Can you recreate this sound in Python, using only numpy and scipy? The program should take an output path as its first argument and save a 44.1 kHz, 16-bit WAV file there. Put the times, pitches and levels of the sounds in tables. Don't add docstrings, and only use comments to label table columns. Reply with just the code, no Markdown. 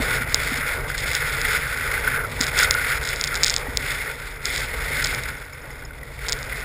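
import sys
import numpy as np
from scipy import signal
from scipy.fft import rfft, irfft
from scipy.io import wavfile
from scipy.ndimage import uniform_filter1d

SR = 44100
rng = np.random.default_rng(int(sys.argv[2]) if len(sys.argv) > 2 else 0)


def nominal_scale(level):
    x = np.asarray(level, float) / 20
    return 10 ** x


def dump_mix(stems):
    frames = np.atleast_2d(stems).T
    limited = np.clip(frames, -1, 1)
    pcm = np.round(limited * 32767).astype(np.int16)
    wavfile.write(sys.argv[1], SR, pcm)


N = 292824


def evened(x):
    return x / np.sqrt(np.mean(x ** 2) + 1e-20)


def coloured(points):
    f, db = np.transpose(points)
    hz = np.fft.rfftfreq(N, 1 / SR)
    density_db = np.interp(np.log(hz + 1), np.log(f + 1), db)
    return evened(irfft(rfft(rng.standard_normal(N)) * nominal_scale(density_db), N))


def flutter(low_hz, high_hz):
    hz = np.fft.rfftfreq(N, 1 / SR) + 1e-3
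    shape = 1 / np.sqrt(hz) / (1 + (low_hz / hz) ** 2) / (1 + (hz / high_hz) ** 2)
    return evened(irfft(rfft(rng.standard_normal(N)) * shape, N))


def ring(x, hz, width_hz):
    r, turn = np.exp(-np.pi * width_hz / SR), np.cos(2 * np.pi * hz / SR)
    return signal.lfilter([1, -r * turn], [1, -2 * r * turn, r * r], x)


def hum(hz, width_hz, db):
    noise = rng.standard_normal(N)
    return nominal_scale(db) * evened(ring(ring(noise, hz, width_hz), hz, width_hz))


def add(mix, s, sound):
    part = mix[max(round(s * SR), 0):][:len(sound)]
    part += sound[:len(part)]


def curves(rows):
    s, *columns = np.transpose(rows)
    return [np.interp(np.arange(N) / SR, s, c) for c in columns]


def swells(rows):
    rise_share = 0.64
    t, out = np.arange(N) / SR, np.zeros((2, N))
    for s, first_db, fall_s, second_db in rows:
        near = slice(max(round((s - .5) * SR), 0), round((s + .5) * SR))
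        u = (t[near] - s) / max(fall_s, .01)
        bell = np.exp(-np.where(u < 0, u / rise_share, u) ** 2)
        out[:, near] += np.outer([first_db, second_db], bell)
    return out


# start_s [s], wind_db [dB], rush_sharpness_db [dB], buffeting_db [dB]
STORM_WIND = [(0.0, -29.5, 0.4, -29), (0.31, -28, 2.2, -32.5), (0.72, -28.5, -0.9, -34.5),
              (0.84, -40, -2.8, -33), (1.12, -27.5, 2, -35), (1.6, -30.5, -1.9, -33.5),
              (2.14, -28.5, -1, -31.5), (2.28, -39, 4.2, -32.5), (2.76, -27.5, -2.7, -33.5),
              (3.04, -31.5, 1.6, -35.5), (3.76, -37.9, 0.1, -33), (3.89, -28.5, 1.5, -34.5),
              (4.4, -44, -2.8, -40.5), (4.48, -29.5, 4.5, -35), (5.15, -29.5, 0.5, -32.5),
              (5.45, -44.5, -2.6, -41.5), (6.12, -44, -0.2, -38.5), (6.64, -34.0, -0.8, -34)]
# top_s [s], lift_db [dB], fall_s [s], sharpness_db [dB]
WIND_GUSTS = [(0.143, 2.5, 0.13, -3), (0.254, -7, 0.083, -2), (0.46, -1.5, 0.052, 1),
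              (0.628, -3, 0.023, -6), (0.894, 5, 0.022, 4.2), (0.988, 1.6, 0.034, 7), (1.14, 0.1, 0.03, 0),
              (1.234, 0.8, 0.04, -4.5), (1.516, 6.1, 0.066, 0.5), (2.008, -4, 0.022, 4),
              (2.209, 0.7, 0.11, -7), (2.429, 7.4, 0.051, -4.5), (2.595, 11, 0.052, -1.7),
              (2.7, -0.5, 0.025, -1.5), (2.94, 4.5, 0.098, -2.1), (2.999, -7, 0.038, -1),
              (3.12, 1.5, 0.024, 0.5), (3.341, 3, 0.058, -4.5), (3.475, 5, 0.097, 1),
              (3.67, -0.5, 0.09, -1.5), (4.07, 0.5, 0.046, -2.5), (4.15, -2.5, 0.047, 3.5),
              (4.29, 2.5, 0.078, 2), (4.725, -4, 0.16, -2.1), (4.97, 2, 0.054, -1.3), (5.217, -4, 0.02, 4),
              (5.29, 4, 0.022, -1), (5.956, -3.5, 0.19, 1.2), (6.16, 0, 0.045, 3), (6.276, 5, 0.097, -0.5)]
# top_s [s], roar_lift_db [dB], fall_s [s], rumble_lift_db [dB]
CASE_HEAVES = [(0.46, 0.7, 0.07, 2), (0.78, 5.5, 0.1, 0.5), (0.96, -2.5, 0.05, -1), (1.05, 3, 0.074, 3.5),
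               (1.4, 1.5, 0.1, 2), (1.72, -3.5, 0.11, -3), (1.93, 3, 0.041, 0), (2.66, 5.5, 0.054, 1.5),
               (2.76, 0.2, 0.037, -1), (3.0, 3.5, 0.065, 3), (3.6, 2, 0.066, -4), (3.78, -1, 0.07, 0.5),
               (4.1, 3.5, 0.077, -3.5), (4.33, 2, 0.04, 2.2), (4.75, 2, 0.083, 1), (4.98, -2, 0.087, 1),
               (5.28, 0, 0.073, 1.5), (5.67, 4, 0.08, 1.5), (5.85, -1, 0.046, 2), (6.0, 1, 0.07, 0.2),
               (6.16, -3.5, 0.05, -1.2), (6.29, 3, 0.097, 2.5), (6.6, -3, 0.07, -2)]


def storm():
    lower_db, upper_db, fizz_db, roar_offset_db = -3, -0.12, -8, -5
    fizz_per_gust, roar_per_gust, roar_per_wind = 1.63, 0.35, 0.16
    calm_db = -30
    wind_db, sharp_db, buffet_db = curves(STORM_WIND)
    gust_db, tilt_db = swells(WIND_GUSTS)
    roar_db, rumble_db = swells(CASE_HEAVES)
    sharp_db = sharp_db + tilt_db
    roar_db = roar_db + roar_offset_db + roar_per_wind * (wind_db - calm_db) + roar_per_gust * gust_db
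    return dict(rumble=buffet_db + rumble_db, roar=buffet_db + roar_db,
                lower=wind_db + gust_db - sharp_db + lower_db, upper=wind_db + gust_db + upper_db,
                fizz=wind_db + fizz_per_gust * gust_db + sharp_db + fizz_db)


# start_s [s], peak_db [dB], pitch_hz [Hz], t60_s [s]
MOUNT_KNOCKS = [
    (0.001, -18.5, 253, 0.034),
    (0.209, -26.5, 248, 0.045),
    (0.517, -22, 250, 0.039),
    (0.582, -28, 249, 0.042),
    (2.404, -20, 255, 0.035),
    (3.682, -27.5, 260, 0.042),
]
# start_s [s], peak_db [dB], pitch_hz [Hz], t60_s [s]
HIGH_RAP = (3.667, -27, 850, .02)
# start_s [s], peak_db [dB], pitch_hz [Hz], t60_s [s]
FAR_PINGS = [
    (5.3667, -42, 5380, 0.02),
    (5.5338, -35, 5230, 0.015),
    (5.618, -43, 5250, 0.02),
    (5.7119, -40, 5290, 0.02),
    (5.7912, -44, 5130, 0.02),
    (5.8506, -32, 5190, 0.016),
]


def knocks():
    out, t = np.zeros(N), np.arange(0, .15, 1 / SR)
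    for s, db, hz, t60_s in list(MOUNT_KNOCKS) + [HIGH_RAP] + list(FAR_PINGS):
        decay = nominal_scale(db + 10.5 - 60 * t / t60_s)
        onset = 1 - np.exp(-t / (0.12 * t60_s))
        add(out, s, decay * onset * np.sin(2 * np.pi * hz * t))
    return out


# start_s [s], level_db [dB], share of the two lower modes [dB]
SNOW_PELLETS = [(0.3451, 3.5, -4), (1.1513, -11, -15), (2.4117, -6, -7.5), (2.432, -16, -9),
                (2.5905, -4.5, -13), (2.6332, -10, -5), (2.6383, -12.5, -6), (2.71, -2, -4.5),
                (3.0899, -15, -8), (3.2124, -9.5, -6), (3.2404, -9.5, -2.5), (3.355, -14.5, -4),
                (3.4344, -2, -9), (3.4388, -6, -5), (3.4455, -4, -6), (3.4632, -13, 0), (3.4671, -10, -7),
                (3.482, -10, -4), (3.4981, -7, -8), (3.5038, -9, -13), (3.541, -11.5, -5),
                (3.5643, -7, -5.5), (3.7727, -5.5, -4), (4.456, -10, -5.5), (5.0425, -14, -7),
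                (5.045, -13.5, -12), (6.2894, -13.5, -10), (6.296, -16, -5), (6.3234, -8.5, -9),
                (6.3298, -12, -1.5)]
# start_s [s], level_db [dB]
LONE_FLAKES = [(0.0217, -26), (0.2966, -28), (0.9802, -20), (1.0042, -27), (1.1333, -20), (1.4161, -16),
               (2.4072, -18), (2.4166, -21), (2.4681, -16), (2.5794, -18), (2.612, -17), (2.7418, -16.5),
               (3.053, -21), (3.161, -21), (3.247, -19), (3.2737, -19), (3.2765, -16), (3.3438, -20),
               (3.3747, -25), (3.582, -21), (4.562, -17), (4.58, -18), (5.0479, -17), (5.0712, -17.5),
               (5.1482, -18.5), (5.2367, -23), (6.0343, -42), (6.285, -16), (6.3897, -28), (6.4299, -24.5)]
# start_s [s], length_s [s], level_db [dB]
SNOW_FLURRIES = [
    (1.1, .06, -26),
    (2.4, .05, -25.5),
    (3.026, .09, -28.5),
    (3.33, .04, -20.5),
    (3.534, .013, -19),
    (4.56, .03, -26),
    (5.04, .02, -23),
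    (5.36, .2, -48.5),
    (5.7, .12, -47),
    (6.025, .2, -52),
]
# pitch_hz [Hz], width_hz [Hz], level_db [dB]
TICK_MODES = [(2170, 260, -5), (3650, 430, 4.5), (5144, 353, 4)]


def snow(fizz_db):
    flake_share_db = -4
    fine_per_s, fine_db, fine_spread_db = 70, 2, 2.5
    flurry_per_s = 70
    choke_s = 0.0012
    flakes = [(*row, flake_share_db) for row in LONE_FLAKES]
    s, db, share_db = np.transpose(list(SNOW_PELLETS) + flakes)
    spread_db = fine_spread_db * np.minimum(rng.exponential(1, N), 3)
    luck = rng.random((2, N))
    fine = nominal_scale(fizz_db + fine_db + spread_db) * (luck[0] < fine_per_s / SR)
    for start_s, length_s, flurry_db in SNOW_FLURRIES:
        span = slice(round(start_s * SR), round((start_s + length_s) * SR))
        fine[span] += nominal_scale(flurry_db + spread_db[span]) * (luck[1, span] < flurry_per_s / SR)
    t, out = np.arange(100) / SR, 0
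    choke = 1 / (1 + np.exp((t - choke_s) / .00008))
    strike = np.round((s - .0004) * SR).astype(int)
    for (hz, width_hz, mode_db), mode_share_db, sign in zip(TICK_MODES, (share_db, share_db, 0 * db), (1, -1, 1)):
        clicks = fine.copy()
        clicks[strike] += nominal_scale(0.99 * db + mode_share_db)
        tick = nominal_scale(mode_db) * np.exp(-np.pi * width_hz * t) * np.cos(2 * np.pi * hz * t) * choke
        out = out + sign * signal.oaconvolve(clicks, tick)[:N]
    return out


# pitch_hz [Hz], density_db [dB per Hz]
RUMBLE_SPECTRUM = [(11, -35), (18, -4), (38, 2), (54, 2), (102, -7), (140, -4.5), (153, -10), (184, -19),
                   (210, -19.5), (259, -14), (340, -20), (440, -51), (750, -120)]
# pitch_hz [Hz], density_db [dB per Hz]
ROAR_SPECTRUM = [(190, -37), (330, -17.5), (361, -9.5), (398, -2), (456, 0.5), (745, -8), (895, -4.5),
                 (1040, -10), (1150, -5.5), (1500, -18), (2530, -120)]
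# pitch_hz [Hz], width_hz [Hz], level_db against the rumble [dB]
MOUNT_MODES = [
    (50, 38, -8.5),
    (139, 15.6, -11),
]
# pitch_hz [Hz], width_hz [Hz], level_db against the roar [dB]
CASE_AIR = (459, 66, -12.5)


def shake(rumble_db, roar_db):
    rumble = coloured(RUMBLE_SPECTRUM) + sum(hum(*mode) for mode in MOUNT_MODES)
    rumble /= (uniform_filter1d(rumble ** 2, size=2600) + .1) ** 0.16
    roar = coloured(ROAR_SPECTRUM) + hum(*CASE_AIR)
    roar = roar * nominal_scale(1.2 * flutter(low_hz=6.2, high_hz=40))
    return nominal_scale(rumble_db + 0.4) * evened(rumble) + nominal_scale(roar_db + 0.8) * evened(roar)


# start_s [s], peak_db [dB], pitch_hz [Hz], length_s [s]
AIR_PUFFS = [(0.1695, -15, 2150, 0.013), (0.181, -15, 1450, 0.013), (0.737, -30, 2080, 0.012),
             (0.9016, -7.5, 1520, 0.0077), (1.407, -19, 1930, 0.011), (1.518, -12, 1480, 0.014),
             (1.586, -14, 1480, 0.014), (1.9784, -9, 1570, 0.011), (2.0443, -14, 1520, 0.015),
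             (2.0767, -2.5, 1490, 0.012), (2.1206, -12, 1710, 0.012), (2.1444, -10, 1500, 0.012),
             (2.1909, -11, 1490, 0.011), (2.237, -19, 1490, 0.015), (2.2455, -14.5, 1320, 0.025),
             (2.4104, -14, 2080, 0.012), (2.607, -2.5, 2090, 0.01), (2.6284, -6.5, 1424, 0.028),
             (2.6756, -8, 1460, 0.011), (2.7506, -5.5, 1470, 0.009), (3.31, -19, 2030, 0.012),
             (3.671, -17.5, 1930, 0.013), (4.504, -14.5, 2160, 0.01), (5.1277, -13, 1470, 0.01),
             (5.297, -20, 1480, 0.012), (5.53, -21.5, 2170, 0.011), (5.908, -24.5, 1490, 0.012),
             (6.031, -21.5, 1970, 0.015), (6.19, -23, 2210, 0.0092), (6.525, -14.5, 2010, 0.011)]


def puffs():
    out = np.zeros(N)
    for (s, db, hz, length_s), (phase, drift) in zip(AIR_PUFFS, rng.random((len(AIR_PUFFS), 2))):
        t = np.arange(0, max(length_s, .004), 1 / SR)
        u = t / t[-1]
        cycles = phase + hz * t * (1 + 0.048 * (drift - .5) * u)
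        swell = np.sin(np.pi * u ** 0.34) ** 2
        add(out, s - .0008, nominal_scale(db - 7.5) * np.sin(2 * np.pi * cycles) * swell)
    return out


# pitch_hz [Hz], width_hz [Hz], level_db [dB]
LOWER_MODES = [(1302, 290, -8), (1457, 142, 1), (1605, 150, -5.5)]
# pitch_hz [Hz], width_hz [Hz], level_db [dB]
UPPER_MODES = [(1910, 270, -2), (2099, 184, -0.5), (2323, 306, -7)]
# pitch_hz [Hz], width_hz [Hz], level_db [dB]
FIZZ_MODES = [(2770, 590, -10.5), (3502, 360, -3.5), (4370, 630, -7), (5104, 390, -6.5)]


def rush(*levels_db):
    shared, out = flutter(low_hz=6.1, high_hz=96), 0
    for level_db, modes, shared_db in zip(levels_db, (LOWER_MODES, UPPER_MODES, FIZZ_MODES), (1.8, 1.7, 2.4)):
        layer = 0
        for hz, width_hz, db in modes:
            own = flutter(low_hz=2.3, high_hz=60)
            eddies = rng.standard_normal(N) * nominal_scale(shared_db * shared + 1.07 * own)
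            rung = ring(ring(eddies, hz, 1.64 * width_hz), hz, 1.77 * width_hz)
            layer = layer + nominal_scale(db) * evened(rung)
        out = out + nominal_scale(level_db + 1.21) * evened(layer)
    return out


def scene():
    level = storm()
    air = shake(level["rumble"], level["roar"]) + rush(level["lower"], level["upper"], level["fizz"])
    return np.tile(air + puffs() + snow(level["fizz"]) + knocks(), (2, 1))


def sample_and_hold(x):
    edge_hz, ceiling = 6440, 1.1
    smooth = signal.oaconvolve(x, signal.firwin(75, edge_hz, window=("kaiser", 4), fs=SR), "same")
    slow = signal.resample_poly(smooth, 40, 147, window=("kaiser", 2))
    full = np.clip(slow, -ceiling, ceiling)
    return signal.resample_poly(np.repeat(full, 4), 147, 160)[:N]


# start_s [s], level_db [dB]
CHANNEL_SLIPS = [
    (2.483, -14),
    (2.61, -18),
    (3.115, -16),
    (3.5393, -14),
    (4.5628, -15),
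    (5.0564, -24),
]


def slips(both):
    for s, db in CHANNEL_SLIPS:
        add(both[0], s, -nominal_scale(db) * np.ones(8))


def band(x, low_hz, high_hz):
    taps = signal.firwin(401, [low_hz, high_hz], window=("kaiser", 8), pass_zero=False, fs=SR)
    return signal.oaconvolve(x, taps[None], "same")


def thin_treble(both, level):
    top_hz, gap_db = 15300, -38
    kept = both - band(both, top_hz, .49 * SR)
    edge = band(both, top_hz, 1.035 * top_hz)
    power = uniform_filter1d(edge[0] ** 2, size=700)
    peaks = power > 4.5 * uniform_filter1d(power, size=9000)
    sudden = uniform_filter1d(1. * peaks, size=500)
    gap = band(both, 11650, 12600)
    masked = uniform_filter1d(gap[0] ** 2, size=1024) < (nominal_scale(gap_db) * level) ** 2
    return kept + sudden * edge - uniform_filter1d(1. * masked, size=500) * gap


def band_limit(x):
    return signal.sosfilt(signal.butter(12, 16520, fs=SR, output="sos"), x)


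def record(dry):
    grain_db, hiss_db = -27.5, -68.5
    held = sample_and_hold(dry[0])
    level = np.sqrt(uniform_filter1d(held ** 2, size=1024) + 1e-12)
    grainy = held + nominal_scale(grain_db) * level * rng.standard_normal(N)
    both = grainy + nominal_scale(hiss_db) * rng.standard_normal((2, N))
    slips(both)
    mix = thin_treble(both, level)
    return band_limit(mix)


dry = scene()
out = record(dry)
dump_mix(out)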